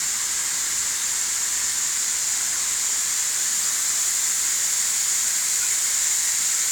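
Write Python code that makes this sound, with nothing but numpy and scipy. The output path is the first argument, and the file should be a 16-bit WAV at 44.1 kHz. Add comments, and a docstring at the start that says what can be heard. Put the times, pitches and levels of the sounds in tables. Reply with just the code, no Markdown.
"""A bright, steady hiss: water jets from a pipe at the foot of a wall in a large, bare, flooded kitchen.
The nozzle rushes and rings, spray patters down, and the jet rumbles into the pool and churns up bubbles.
A few air pockets gulp. Hard walls blur the water, and the room drones low underneath.
The microphone swings slowly towards the far, steel-clad corner: the treble grows, the rumble recedes."""
import sys
import numpy as np
from scipy import signal
from scipy.fft import rfft, irfft
from scipy.io import wavfile
from scipy.ndimage import map_coordinates

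SR = 44100
rng = np.random.default_rng(int(sys.argv[2]) if len(sys.argv) > 2 else 0)


def generate_wav(signal):
    """Clip the signal to [-1, 1] and save it as 16-bit WAV at the path in sys.argv[1]."""
    frames = np.transpose(np.atleast_2d(signal))
    scaled = np.clip(frames, -1, 1) * 32767
    pcm = np.round(scaled).astype(np.int16)
    wavfile.write(sys.argv[1], SR, pcm)


N = 295911


def undb(db):
    """Decibels to gain."""
    return 10 ** (np.asarray(db) / 20)


def unit(x):
    """Scale to rms 1."""
    return x / np.sqrt(np.mean(x ** 2))


def colour(x, spectrum):
    """Shape a sound by rows of (frequency_hz, relative_db), then scale it to rms 1."""
    hz, db = np.transpose(spectrum)
    bins_hz = np.maximum(np.fft.rfftfreq(2 * N, 1 / SR), 1)
    gain = undb(np.interp(np.log(bins_hz), np.log(hz), db))
    return unit(irfft(rfft(x, 2 * N) * gain)[:N])


def resonate(x, hz, width_hz):
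    """One resonance, gain 1 at its centre."""
    return signal.lfilter(*signal.iirpeak(hz, hz / width_hz, fs=SR), x)


def wander(rate_hz):
    """A random drift of rms 1 that changes course about rate_hz times a second."""
    knots = rng.standard_normal(8192)
    return unit(map_coordinates(knots, [np.arange(N) / SR * rate_hz], order=1, mode="wrap"))


def impacts(count, spread_db):
    """Droplets click at random moments, many small and a few large."""
    when, chance, sign = rng.random((count, 3)).T
    size = undb(-spread_db * np.log(np.maximum(chance, .002)))
    return unit(np.bincount((when * N).astype(int), size * np.sign(sign - .5), N))


def bubble(hz, cycles, glide):
    """A trapped air bubble rings, fading to 1/e over cycles, and rises in pitch as it nears the surface."""
    age = np.arange(int(5 * cycles * SR / hz)) * hz / (SR * cycles)
    return np.exp(-age) * np.sin(2 * np.pi * cycles * age * (1 + glide * age / 2))


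def add(out, at_s, sound):
    """Mix a short sound in at a given time."""
    start = int(np.clip(at_s * SR, 0, N - 1))
    out[start:start + len(sound)] += sound[:N - start]


def echoes(x, wet_db, t60_low_s, t60_high_s, changes):
    """Direct sound plus a dense echo whose pattern changes as microphone and water move."""
    t = np.arange(int(min(t60_low_s, 1) * SR * .7)) / SR
    low_decay, high_decay = (np.exp(-np.log(1000) * t / t60) for t60 in (t60_low_s, t60_high_s))
    lowpass = signal.butter(1, 3000, fs=SR)
    hop = N // changes + 1
    echo = np.zeros(N)
    for centre in range(0, N + hop, hop):
        span = np.arange(max(centre - hop, 0), min(centre + hop, N))
        piece = x[span] * np.cos(np.pi / 2 * (span - centre) / hop)
        noise = rng.standard_normal(len(t))
        low = signal.lfilter(*lowpass, noise)
        tail = (low * low_decay + (noise - low) * high_decay) * (t > .001)  # lags the direct sound
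        add(echo, span[0] / SR, signal.fftconvolve(piece, tail / np.linalg.norm(tail)))
    wet = undb(wet_db)
    return (x + wet * echo) / np.hypot(1, wet)


def kitchen(x, wet_db):
    """The long echo of hard, bare walls; its treble dies first."""
    return echoes(x, wet_db, t60_low_s=0.82, t60_high_s=0.43, changes=14)


# The microphone's swing towards the far corner: time_s, share_of_turn (0 to 1)
MIC_TURN = [(0, 0.01), (1.9, 0.28), (2.6, 0.3), (3.2, 0.54), (5.0, 0.88), (6.71, 1)]
def mic_turn():
    """How far round the microphone has swung at each sample."""
    return np.interp(np.arange(N) / SR, *np.transpose(MIC_TURN))


def pickup(level_db, turn_db):
    """Gain of a source at the microphone: level_db, changing by turn_db over the whole turn."""
    return undb(level_db + turn_db * mic_turn())


# The air of the kitchen, all around the microphone: frequency_hz, relative_db
ROOM_SPECTRUM = [(15, -22), (32, -18), (47, 1), (62, 5), (90, -5), (130, -8), (180, -0.5), (240, -3),
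                 (430, -6), (600, -17), (1200, -19.5)]
def room_tone():
    """The room drones low; the hollow ring of its steel-clad corner grows as the microphone turns."""
    drone = colour(rng.standard_normal(N), ROOM_SPECTRUM) * undb(-55.5)
    corner = unit(resonate(rng.standard_normal(N), hz=2135, width_hz=150))
    return drone + corner * pickup(level_db=-60, turn_db=17.4)


# The rumble at floor level, where the jet lands: frequency_hz, relative_db
PLUNGE_SPECTRUM = [(20, -15), (42, 4), (75, 0), (97, -5), (120, 1), (145, -2), (220, -1.5), (350, -4.5),
                   (600, -23), (1500, -36)]
def plunge():
    """The jet rumbles where it digs into the pool, fainter as the microphone turns away."""
    return colour(rng.standard_normal(N), PLUNGE_SPECTRUM) * pickup(level_db=-52.5, turn_db=-8)


# Air pockets that gulp now and then: start_s, pitch_hz, level_db, length_s
AIR_POCKETS = [(.95, 3630, -33, 0.076), (1.28, 1500, -45, .05), (2.52, 1143, -44, .12),
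               (3.61, 4741, -29, .04), (5.23, 1580, -36, 0.13), (5.61, 1474, -38, .025),
               (5.61, 2450, -37, .06), (5.70, 2200, -34, .04), (6.22, 1895, -33, .08)]
def gulps(cycles, pitch_scatter, bubbles=6):
    """Now and then a pocket of air breaks into a few like-sized bubbles that echo in the room."""
    out = np.zeros(N)
    for start_s, pitch_hz, level_db, length_s in AIR_POCKETS:
        for k, detune in enumerate(rng.standard_normal(bubbles)):
            delay_s = length_s * (k + rng.random()) / bubbles
            hz = pitch_hz * (1 + pitch_scatter * detune)
            add(out, start_s + delay_s, undb(level_db) * bubble(hz, cycles, glide=0.0055))
    return kitchen(out, wet_db=-10)


# The bubble cloud in the pool under the jet: frequency_hz, relative_db
CHURN_SPECTRUM = [(150, -22), (380, -13), (600, -16.5), (780, -13), (950, -6), (1250, -5), (1520, -1),
                  (1850, 0.9), (2130, 0.2), (2450, -5.5), (2750, -8), (3500, -8), (6000, -35)]
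def churn(ring_cycles, spread_db, surge_db, foam_db):
    """The jet drags air under: a cloud of ringing bubbles over the wash of foam."""
    cloud = np.zeros(N)
    for when, pitch, life, chance in rng.random((9000, 4)):
        hz = 500 * 8 ** pitch
        gain = undb(-spread_db * np.log(max(chance, .02)))
        cycles = 1 + ring_cycles * pitch * (.5 + life)  # large bubbles burst early, small ones ring on
        add(cloud, when * N / SR, gain * bubble(hz, cycles, glide=0.028))
    foam = undb(foam_db) * colour(rng.standard_normal(N), CHURN_SPECTRUM)
    wash = (colour(cloud, CHURN_SPECTRUM) + foam) * undb(surge_db * wander(14))
    return unit(kitchen(wash, wet_db=-9)) * pickup(level_db=-36.5, turn_db=-1.05)


# The finest spray on the pool, loudest with the microphone head-on: frequency_hz, relative_db
MIST_SPECTRUM = [(4000, -14.5), (8000, 3.5), (10300, 2), (11600, -3.5), (13500, -2.5), (16000, -4),
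                 (17000, -4.5)]
def mist(off_axis_db, on_axis_boost_db):
    """Fine droplets patter on the pool; their sizzle swells as they come into the microphone's beam."""
    drops = impacts(count=40000, spread_db=3) + undb(1) * rng.standard_normal(N)
    beam_centre, beam_half_width = 0.81, 0.28  # shares of the turn
    in_beam = 1 / (1 + ((mic_turn() - beam_centre) / beam_half_width) ** 4)
    return colour(drops, MIST_SPECTRUM) * undb(off_axis_db + on_axis_boost_db * in_beam)


def nozzle_ring(hz, width_hz, drift, flutter_db):
    """The narrow opening rings near one pitch; pressure changes make its pitch and level waver."""
    ring = resonate(rng.standard_normal(N), hz, width_hz)
    ring = unit(resonate(ring, hz, width_hz))
    drifting_samples = np.arange(N) + np.cumsum(drift * wander(25))
    ring = map_coordinates(ring, [drifting_samples], order=3, mode="mirror")
    dip_at_s, dip_half_length_s, dip_db = 1, .07, -2.5  # the ring falters once, briefly
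    dip = np.exp(-((np.arange(N) / SR - dip_at_s) / dip_half_length_s) ** 2)
    flutter = wander(70) + wander(9)
    return ring * pickup(level_db=-27, turn_db=2.8) * undb(dip_db * dip + flutter_db * flutter)


# The broad rush of the nozzle at the foot of the wall: frequency_hz, relative_db
RUSH_SPECTRUM = [(1500, -29.5), (2700, -21), (3300, -16), (4250, -11.5), (4650, -11.5), (5600, -10),
                 (6500, -7.5), (8400, -9), (9300, -14), (10500, -19.5), (12000, -21), (14000, -22),
                 (15200, -25), (17000, -26.5)]
def nozzle_rush():
    """Turbulence and countless tiny impacts hiss as the jet leaves the pipe."""
    spray = rng.standard_normal(N) + undb(-5) * impacts(count=40000, spread_db=2.5)
    return colour(spray, RUSH_SPECTRUM) * pickup(level_db=-28.5, turn_db=1.43)


def scene():
    """All the water and the room, from one slowly turning microphone."""
    jet = nozzle_rush() + nozzle_ring(hz=7150, width_hz=1280, drift=.006, flutter_db=0.25)
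    spray = jet + mist(off_axis_db=-42.7, on_axis_boost_db=8.5)
    # the rippled pool and the near wall scatter the hiss and keep its colour shifting
    hiss = echoes(spray, wet_db=-11.5, t60_low_s=0.093, t60_high_s=0.073, changes=40)
    pool = churn(ring_cycles=13, spread_db=2, surge_db=0.13, foam_db=2.5)
    pool += gulps(cycles=22, pitch_scatter=0.027)
    return (hiss + pool + plunge() + room_tone())[None]


def record(dry):
    """The recorder cuts the bass below 41 Hz and the treble above 17 kHz."""
    low_cut = signal.butter(5, 41, "high", fs=SR, output="sos")
    high_cut = signal.ellip(12, .1, 80, 17000, fs=SR, output="sos")
    return signal.sosfilt(high_cut, signal.sosfilt(low_cut, dry))


dry = scene()
out = record(dry)
generate_wav(out)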